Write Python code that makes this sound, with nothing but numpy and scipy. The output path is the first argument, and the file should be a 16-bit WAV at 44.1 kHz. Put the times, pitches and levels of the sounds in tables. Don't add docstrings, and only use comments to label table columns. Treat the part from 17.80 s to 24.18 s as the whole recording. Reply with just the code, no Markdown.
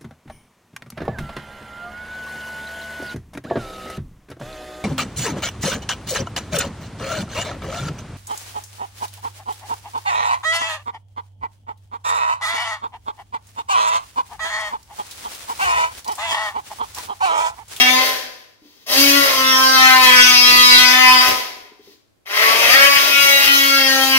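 import sys
import numpy as np
from scipy import signal
from scipy.fft import rfft, irfft, next_fast_len
from scipy.io import wavfile
from scipy.ndimage import uniform_filter1d, map_coordinates

SR = 44100
rng = np.random.default_rng(int(sys.argv[2]) if len(sys.argv) > 2 else 0)


def materialize(psi):
    bounded = np.clip(np.atleast_2d(psi).T, -1, 1)
    quanta = np.round(bounded * 32767).astype(np.int16)
    wavfile.write(sys.argv[1], SR, quanta)


N = 281342
TIME = np.arange(N) / SR


def amp(db):
    return 10 ** (np.asarray(db) / 20)


def unit(x):
    return x / np.sqrt(np.mean(x ** 2) + 1e-20)


def along(points, hz):
    point_hz, values = np.transpose(points)
    return np.interp(np.log(hz + 1), np.log(point_hz + 1), values)


def curves(rows):
    start_s, *columns = np.transpose(rows)
    return [np.interp(TIME, start_s, column) for column in columns]


def wobble(rate):
    points = rng.standard_normal(int(N * rate / SR) + 4)
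    return map_coordinates(points, [TIME * rate])


def held(on, off, attack_s, release_s):
    rise = (TIME - on) / attack_s
    fall = 1 - (TIME - off) / release_s
    return np.clip(np.minimum(rise, fall), 0, 1)


def filtered(x, response):
    size = next_fast_len(N + SR // 2)
    hz = np.fft.rfftfreq(size, 1 / SR)
    return irfft(rfft(x, size) * response(hz), size)[..., :N]


def noise(spectrum, channels=1):
    white = rng.standard_normal((channels, N))
    return unit(filtered(white, lambda hz: amp(along(spectrum, hz))))


def band(hz, low_hz, high_hz, order=12):
    low_edge = 1 + (low_hz / (hz + 1)) ** order
    high_edge = 1 + (hz / high_hz) ** order
    return 1 / np.sqrt(low_edge * high_edge)


# pitch_hz, relative level_db (per Hz)
AIR_COLOUR = [(15, -50.5), (25, -24), (106, -15), (154, -25.5), (301, -20), (354, -21), (573, -25),
              (927, -31), (15000, -45)]


def quiet_room():
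    return amp(-63.5) * noise(AIR_COLOUR, channels=2)


# pitch_hz, t60_s (time to fade by 60 dB)
GARAGE_RING = [(150, 1), (700, 0.64), (1020, 0.65), (1400, 0.56), (5000, 0.56), (12000, 0.36)]


def garage(x, direct_db, early_db, tail_db, early_t60=0.039, lead_s=0.000098, shadow_hz=9000):
    hz, t, spectrum = signal.stft(rng.standard_normal((2, SR)), SR, nperseg=256)
    t60 = along(GARAGE_RING, hz)[:, None]
    tail = signal.istft(spectrum * amp(-60 * t / t60), SR, nperseg=256)[1]
    age = np.arange(tail.shape[1]) / SR
    early = rng.standard_normal(tail.shape) * amp(-60 * age / early_t60)
    answer = amp(tail_db) * tail / np.linalg.norm(tail[0])
    answer = answer + amp(early_db) * early / np.linalg.norm(early[0])
    sides = np.array([[1], [-1]])

    def arrival(hz):
        return np.exp(1j * np.pi * hz * lead_s * sides) / np.hypot(1, hz / shadow_hz)

    return amp(direct_db) * filtered(x, arrival) + signal.fftconvolve(x[None], answer, axes=1)[:, :N]


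# start_s, end_s, level_db
RUSTLES = [(0.778, 1.074, -52), (3.97, 4.126, -50.5)]
# pitch_hz, relative level_db (per Hz)
CLOTH_COLOUR = [(100, -23.5), (300, 3), (600, -12), (1500, -8.5), (3000, -5.5), (4100, -1.5), (6500, -6.5),
                (9000, -19), (15000, -9)]


def rustle():
    slides = sum(amp(db) * held(on, off, attack_s=0.091, release_s=.05) for on, off, db in RUSTLES)
    return slides * amp(1.1 * wobble(39)) * noise(CLOTH_COLOUR)[0]


# start_s, level_db, pitch_hz
BENCH_KNOCKS = [(.818, -49, 299.2), (0.851, -45.5, 293), (3.689, -46, 387.7), (3.759, -44.5, 410),
                (3.837, -47, 410), (3.915, -45, 422), (3.992, -45, 415), (4.073, -44.5, 407),
                (4.134, -53.5, 415)]


def knocks(t60, attack):
    out = np.zeros(N)
    thud = noise([(100, -34.5), (280, 4), (450, -1.0), (700, -26.5), (2000, -66)])[0]
    for start_s, db, pitch_hz in BENCH_KNOCKS:
        t = np.maximum(TIME - start_s, 0)
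        swell = (1 - np.exp(-t / attack)) ** 2
        ring = np.sin(2 * np.pi * pitch_hz * t)
        out += amp(db - 60 * t / t60) * swell * (ring + .5 * thud)
    return out


# start_s, end_s, run_up_s
TRIGGER = [(-.01, 0.253, 0.0035), (1.06, 3.485, .075), (4.454, 6.382, .17)]
CATCH_DB, CATCH_SPEED = -25.5, .82


def run_up():
    progress = np.ones(N)
    for on, _, rise_s in TRIGGER:
        progress = np.where(TIME >= on, np.clip((TIME - on) / rise_s, 0, 1), progress)
    return progress


def running(coast_db_per_s, start_s=0.0054):
    bursts = []
    for on, off, _ in TRIGGER:
        start = np.clip((TIME - on) / start_s, 0, 1)
        bursts.append(start * amp(-coast_db_per_s * np.maximum(TIME - off, 0)))
    return np.max(bursts, axis=0) * amp(CATCH_DB * (1 - run_up()) ** 2.14)


# start_s, rate_hz (the third burst begins on a half-pressed trigger)
SWINGS_FIRST = [(0.0, 249), (0.016, 250.3), (0.23, 260.6)]
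SWINGS_SECOND = [(1.13, 260.5), (1.16, 271.7), (1.21, 278.6), (1.39, 282.6), (1.54, 264.4), (1.74, 259.9),
                 (1.81, 263.1), (2.24, 255.7), (2.32, 250.1), (2.82, 248), (3.11, 250.9), (3.16, 255.4),
                 (3.45, 252.4), (3.5, 257.4)]
SWINGS_HALF_TRIGGER = [(4.6, 219), (4.9, 237.8)]
SWINGS_THIRD = [(4.955, 273.3), (5.049, 281.2), (5.441, 280.4), (5.937, 275.1), (6.025, 268.4),
                (6.367, 264.7), (6.38, 260.3)]


def swing_rate(coast_hz_per_s=50):
    rate_hz, = curves(np.vstack([SWINGS_FIRST, SWINGS_SECOND, SWINGS_HALF_TRIGGER, SWINGS_THIRD]))
    for (_, off, _), (on, _, _) in zip(TRIGGER, TRIGGER[1:]):
        coasting = np.interp(off, TIME, rate_hz) - coast_hz_per_s * (TIME - off)
        rate_hz = np.where((TIME > off) & (TIME < on), coasting, rate_hz)
    return rate_hz * (1 - (1 - CATCH_SPEED) * (1 - run_up()) ** 2)


# start_s, end_s, ragged_share (0-1), housing hum level_db
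BLADE_BITES = [(-.03, 0.168, 0.06, -30), (1.142, 1.392, 0.05, -21.5), (1.546, 3.397, 0.03, -32.5),
               (4.895, 5.112, 0.06, -40.5), (5.287, 5.571, 0.05, -42.5), (5.659, 6.376, 0.01, -31)]
SEAT_S, UNSEAT_S = 0.046, 0.087


def biting(loose, values):
    out = loose
    for (on, off, _, _), value in zip(BLADE_BITES, values):
        out = out + (value - loose) * held(on, off, SEAT_S, UNSEAT_S)
    return out


# start_s, end_s, level_db
BLADE_SNAGS = [(2.699, 2.789, -44), (2.92, 3.07, -45), (3.46, 3.526, -31), (5.37, 5.458, -46)]
# pitch_hz, relative level_db (per Hz)
SHAKE_COLOUR = [(20, -23.5), (50, -4), (78, 2.5), (140, -2), (200, -7), (350, 6), (600, -11), (1200, -40.5)]


def shudder(level_db):
    jolts = sum(amp(db) * held(on, off, attack_s=0.027, release_s=0.044) for on, off, db in BLADE_SNAGS)
    return (amp(level_db + 1.6 * wobble(9)) + jolts) * noise(SHAKE_COLOUR, channels=2)


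LOOSE_HUM_DB = -42.5
HUM_FULL_HZ, HUM_DB_PER_HZ = 249.7, 0.6


def hum(turns, rate_hz):
    housing_db = biting(LOOSE_HUM_DB, [db for _, _, _, db in BLADE_BITES])
    housing_db = housing_db - HUM_DB_PER_HZ * np.maximum(HUM_FULL_HZ - rate_hz, 0)
    tone = np.sqrt(2) * np.sin(2 * np.pi * turns)
    return amp(housing_db - 1.0 + 0.55 * wobble(7)) * tone


# pitch_hz, width_hz, relative level_db
WHISTLE_BANDS = [(11810, 110, 5), (12600, 160, -8), (15200, 150, 4.5)]


def whistle(level_db):
    def peaks(hz):
        return sum(amp(db) / (1 + (2 * (hz - centre) / width) ** 2) for centre, width, db in WHISTLE_BANDS)

    return amp(level_db + 3.0 * wobble(10)) * unit(filtered(rng.standard_normal(N), peaks))


def scrape(turns, depth):
    return unit(rng.standard_normal(N) * np.exp(depth * np.cos(2 * np.pi * turns)))


# pitch_hz, relative level_db (per Hz)
TEETH_COLOUR = [(400, -10.5), (900, -5.5), (2500, 1), (5500, 6.5), (7500, -1.5), (9000, -3.5), (12000, 3.5),
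                (14000, 0.5), (16000, -1)]


def teeth(turns, friction_db):
    hiss = unit(filtered(scrape(turns, depth=0.35), lambda hz: amp(along(TEETH_COLOUR, hz))))
    return amp(friction_db + 8.5 + 1.7 * wobble(30)) * hiss


def strikes(turns, scatter_db, return_share):
    count = int(turns[-1])
    chance = rng.standard_normal((count, 2))
    out = np.interp(np.arange(count), turns, np.arange(N))
    grip = wobble(3)[out.astype(int)]
    back = np.interp(np.arange(count) + .5 + .12 * grip, turns, np.arange(N))
    at = np.stack([out, back], axis=1).reshape(-1, 1)
    size = (amp(scatter_db * chance) * [1, -return_share]).reshape(-1, 1)
    taps = at.astype(int) + np.arange(-8, 9)
    pulses = size * np.sinc(taps - at)
    return unit(np.bincount(np.clip(taps, 0, N - 1).ravel(), pulses.ravel(), N))


def shifting(x, patchy_db):
    spectrum = signal.stft(x, SR, nperseg=1024)[2]
    field = rng.standard_normal(spectrum.shape)
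    for _ in range(2):
        field = uniform_filter1d(field, size=7, axis=0)
        field = uniform_filter1d(field, size=5, axis=1)
    gain = amp(patchy_db * np.tanh(unit(field)))
    return unit(signal.istft(spectrum * gain, SR, nperseg=1024)[1][:N])


def moving_ring(x, centre_hz, width_octaves, lift_db):
    hz, t, spectrum = signal.stft(x, SR, nperseg=1024)
    distance = np.log2((hz[:, None] + 1) / np.interp(t, TIME, centre_hz)) / width_octaves
    gain = amp(lift_db * (np.exp(-distance ** 2) - 1))
    return unit(signal.istft(spectrum * gain, SR, nperseg=1024)[1][:N])


METAL_HZ, METAL_T60, METAL_DB = 1018.6, .8, -6.5


def metal(x):
    width_hz = np.log(1000) / (np.pi * METAL_T60)

    def ring(hz):
        return 1j * hz * width_hz / (METAL_HZ ** 2 - hz ** 2 + 1j * hz * width_hz)

    return amp(METAL_DB) * filtered(x, ring)


# pitch_hz, relative level_db (per Hz)
BUZZ_COLOUR = [(440, -1), (505, -4), (560, 0), (680, -1), (770, -2.5), (840, -4.5), (1020, -1), (1290, 0.5),
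               (1580, 0), (2000, -2.5), (2550, 1), (3700, 0.5), (5200, 0.5), (7800, -8)]
# start_s, level_db, centre_hz
FRAME_RING = [
    [(0.02, -22.5, 741), (0.226, -28.5, 515.2), (0.26, -30, 590)],
    [(1.13, -29.5, 609), (1.2, -30.5, 548), (1.74, -29.5, 792.8), (2.24, -21.5, 768), (2.3, -27, 574),
     (2.4, -38, 782), (2.67, -27, 558), (2.73, -25, 723), (2.92, -39, 776), (3.0, -27, 531),
     (3.15, -26.5, 750), (3.5, -29, 749)],
    [(4.6, -29, 755), (5.09, -23.5, 586), (5.148, -37, 674), (5.546, -23.5, 543), (5.658, -39, 834),
     (5.796, -37, 560), (6.182, -21.5, 550), (6.36, -36, 750)],
]
TOP_RING = [
    [(0.02, -27.5, 1010), (0.176, -24.5, 1015), (0.26, -36, 1033)],
    [(1.13, -26, 1090), (1.3, -34.5, 1380), (1.51, -22.5, 1120), (1.96, -15.5, 1215), (2.73, -24.5, 1080),
     (2.8, -19.5, 1300), (3.14, -19.5, 1030), (3.19, -15.5, 1290), (3.29, -14, 1029), (3.41, -17, 1280),
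     (3.5, -30, 1000)],
    [(4.6, -20, 1200), (4.898, -28, 1200), (4.918, -23, 1280), (5.334, -28.5, 1107), (5.932, -21, 1390),
     (5.962, -27, 1364), (6.056, -25.5, 1310), (6.36, -20.5, 1280)],
]
RIM_RING = [
    [(0.02, -14.5, 2190), (0.17, -25.5, 1780), (0.202, -22, 2040), (0.26, -25, 1770)],
    [(1.13, -24, 1860), (1.22, -19.5, 2080), (1.41, -19.5, 1860), (1.56, -28.5, 2130), (1.66, -18.5, 1570),
     (1.84, -21.5, 1600), (2.07, -13.5, 1860), (2.21, -17.5, 2010), (2.41, -9.5, 1960), (2.46, -17.5, 2260),
     (3.25, -14.5, 1900), (3.31, -13.5, 2470), (3.45, -19, 1950), (3.5, -27, 2110)],
    [(4.6, -17.5, 1980), (4.814, -21, 2320), (4.992, -8.5, 1880), (5.256, -24.5, 2320), (5.374, -13, 2390),
     (5.608, -17.5, 2080), (5.678, -16, 2470), (5.726, -20.5, 2300), (6.162, -21.5, 1650),
     (6.29, -29.5, 2390), (6.36, -20.5, 2410)],
]
LOOSE_RAGGED = 0.87
CLATTER_DB = -13


def cutting(turns, blade_db):
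    frame_db, frame_hz = curves(np.vstack(FRAME_RING))
    top_db, top_hz = curves(np.vstack(TOP_RING))
    rim_db, rim_hz = curves(np.vstack(RIM_RING))
    chatter = np.clip(biting(LOOSE_RAGGED, [ragged for _, _, ragged, _ in BLADE_BITES]), 0, 1)
    blows = strikes(turns, scatter_db=-0.65, return_share=0.59)
    grit = scrape(turns, depth=.6)

    def part(low_hz, high_hz, ragged, patchy_db):
        clean = np.sqrt(np.abs(1 - ragged)) * shifting(blows, patchy_db)
        force = clean + np.sqrt(ragged) * grit
        return unit(filtered(force, lambda hz: amp(along(BUZZ_COLOUR, hz)) * band(hz, low_hz, high_hz)))

    frame = part(low_hz=480, high_hz=830, ragged=.5 * chatter, patchy_db=-1.0)
    frame = moving_ring(frame, frame_hz, width_octaves=0.35, lift_db=6.5)
    clatter = part(low_hz=280, high_hz=450, ragged=0.89, patchy_db=0)
    frame = frame + amp(CLATTER_DB) * chatter * clatter
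    top = part(low_hz=938, high_hz=1410, ragged=0.13 * chatter, patchy_db=4.0)
    top = moving_ring(top, top_hz, width_octaves=0.27, lift_db=11.5)
    rim = part(low_hz=1470, high_hz=3050, ragged=chatter, patchy_db=4.0)
    rim = moving_ring(rim, rim_hz, width_octaves=0.45, lift_db=11)
    rim_flutter_db = 1.53 * wobble(25)
    blade = part(low_hz=3350, high_hz=6690, ragged=chatter ** 0.81, patchy_db=12.5)
    bench = amp(frame_db + 0.76) * frame + amp(top_db - 0.87) * top
    return bench + amp(rim_db + 1.83 + rim_flutter_db) * rim + amp(blade_db) * blade


# start_s, level_db (the parts below add their own offsets)
RUB_FIRST = [(0.02, -28), (0.03, -34), (0.26, -30)]
RUB_SECOND = [(1.13, -25.5), (1.23, -22.5), (1.29, -25), (1.68, -31), (2.89, -26.5), (3.19, -31),
              (3.5, -29)]
RUB_THIRD = [(4.6, -29.5), (4.682, -28), (5.644, -26), (6.118, -30), (6.36, -29.5)]
FREE_HZ = 281.8
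BLADE_DB, BLADE_DB_PER_HZ = 4.5, 0.3136
WHISTLE_DB, WHISTLE_DB_PER_HZ = -1.5, -0.2871
SHUDDER_DB, SHUDDER_DB_PER_HZ = -23, 0.3085


def scene():
    rate_hz = swing_rate()
    turns = np.cumsum(rate_hz * (1 + 0.00302 * wobble(70))) / SR
    friction_db, = curves(np.vstack([RUB_FIRST, RUB_SECOND, RUB_THIRD]))
    slow_hz = FREE_HZ - rate_hz
    sag_hz = slow_hz * biting(0, np.ones(len(BLADE_BITES)))
    blade_db = friction_db + BLADE_DB + BLADE_DB_PER_HZ * sag_hz
    whistle_db = friction_db + WHISTLE_DB + WHISTLE_DB_PER_HZ * slow_hz
    shudder_db = friction_db + SHUDDER_DB + SHUDDER_DB_PER_HZ * sag_hz

    rumble = running(coast_db_per_s=75) * shudder(shudder_db)
    rocking = running(coast_db_per_s=85) * hum(turns, rate_hz)
    bumps = knocks(t60=0.16, attack=0.0016)
    low = garage(rocking + bumps, direct_db=1.2, early_db=-32.5, tail_db=-15.5)
    fizz = running(coast_db_per_s=100) * (teeth(turns, friction_db) + whistle(whistle_db))
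    buzz = running(coast_db_per_s=84.5) * cutting(turns, blade_db)
    bright = buzz + metal(buzz) + fizz + rustle()
    bright = garage(bright, direct_db=-3.5, early_db=-4.5, tail_db=-4.0)
    left_right = amp([[1.1], [-1.1]])
    return (bright + low + rumble) * left_right + quiet_room()


TOP_HZ = 15780


def record(dry):
    clipped = np.clip(dry, -1, 1)
    return filtered(clipped, lambda hz: np.clip((TOP_HZ - hz) / 300 + .5, 0, 1))


dry = scene()
out = record(dry)
materialize(out)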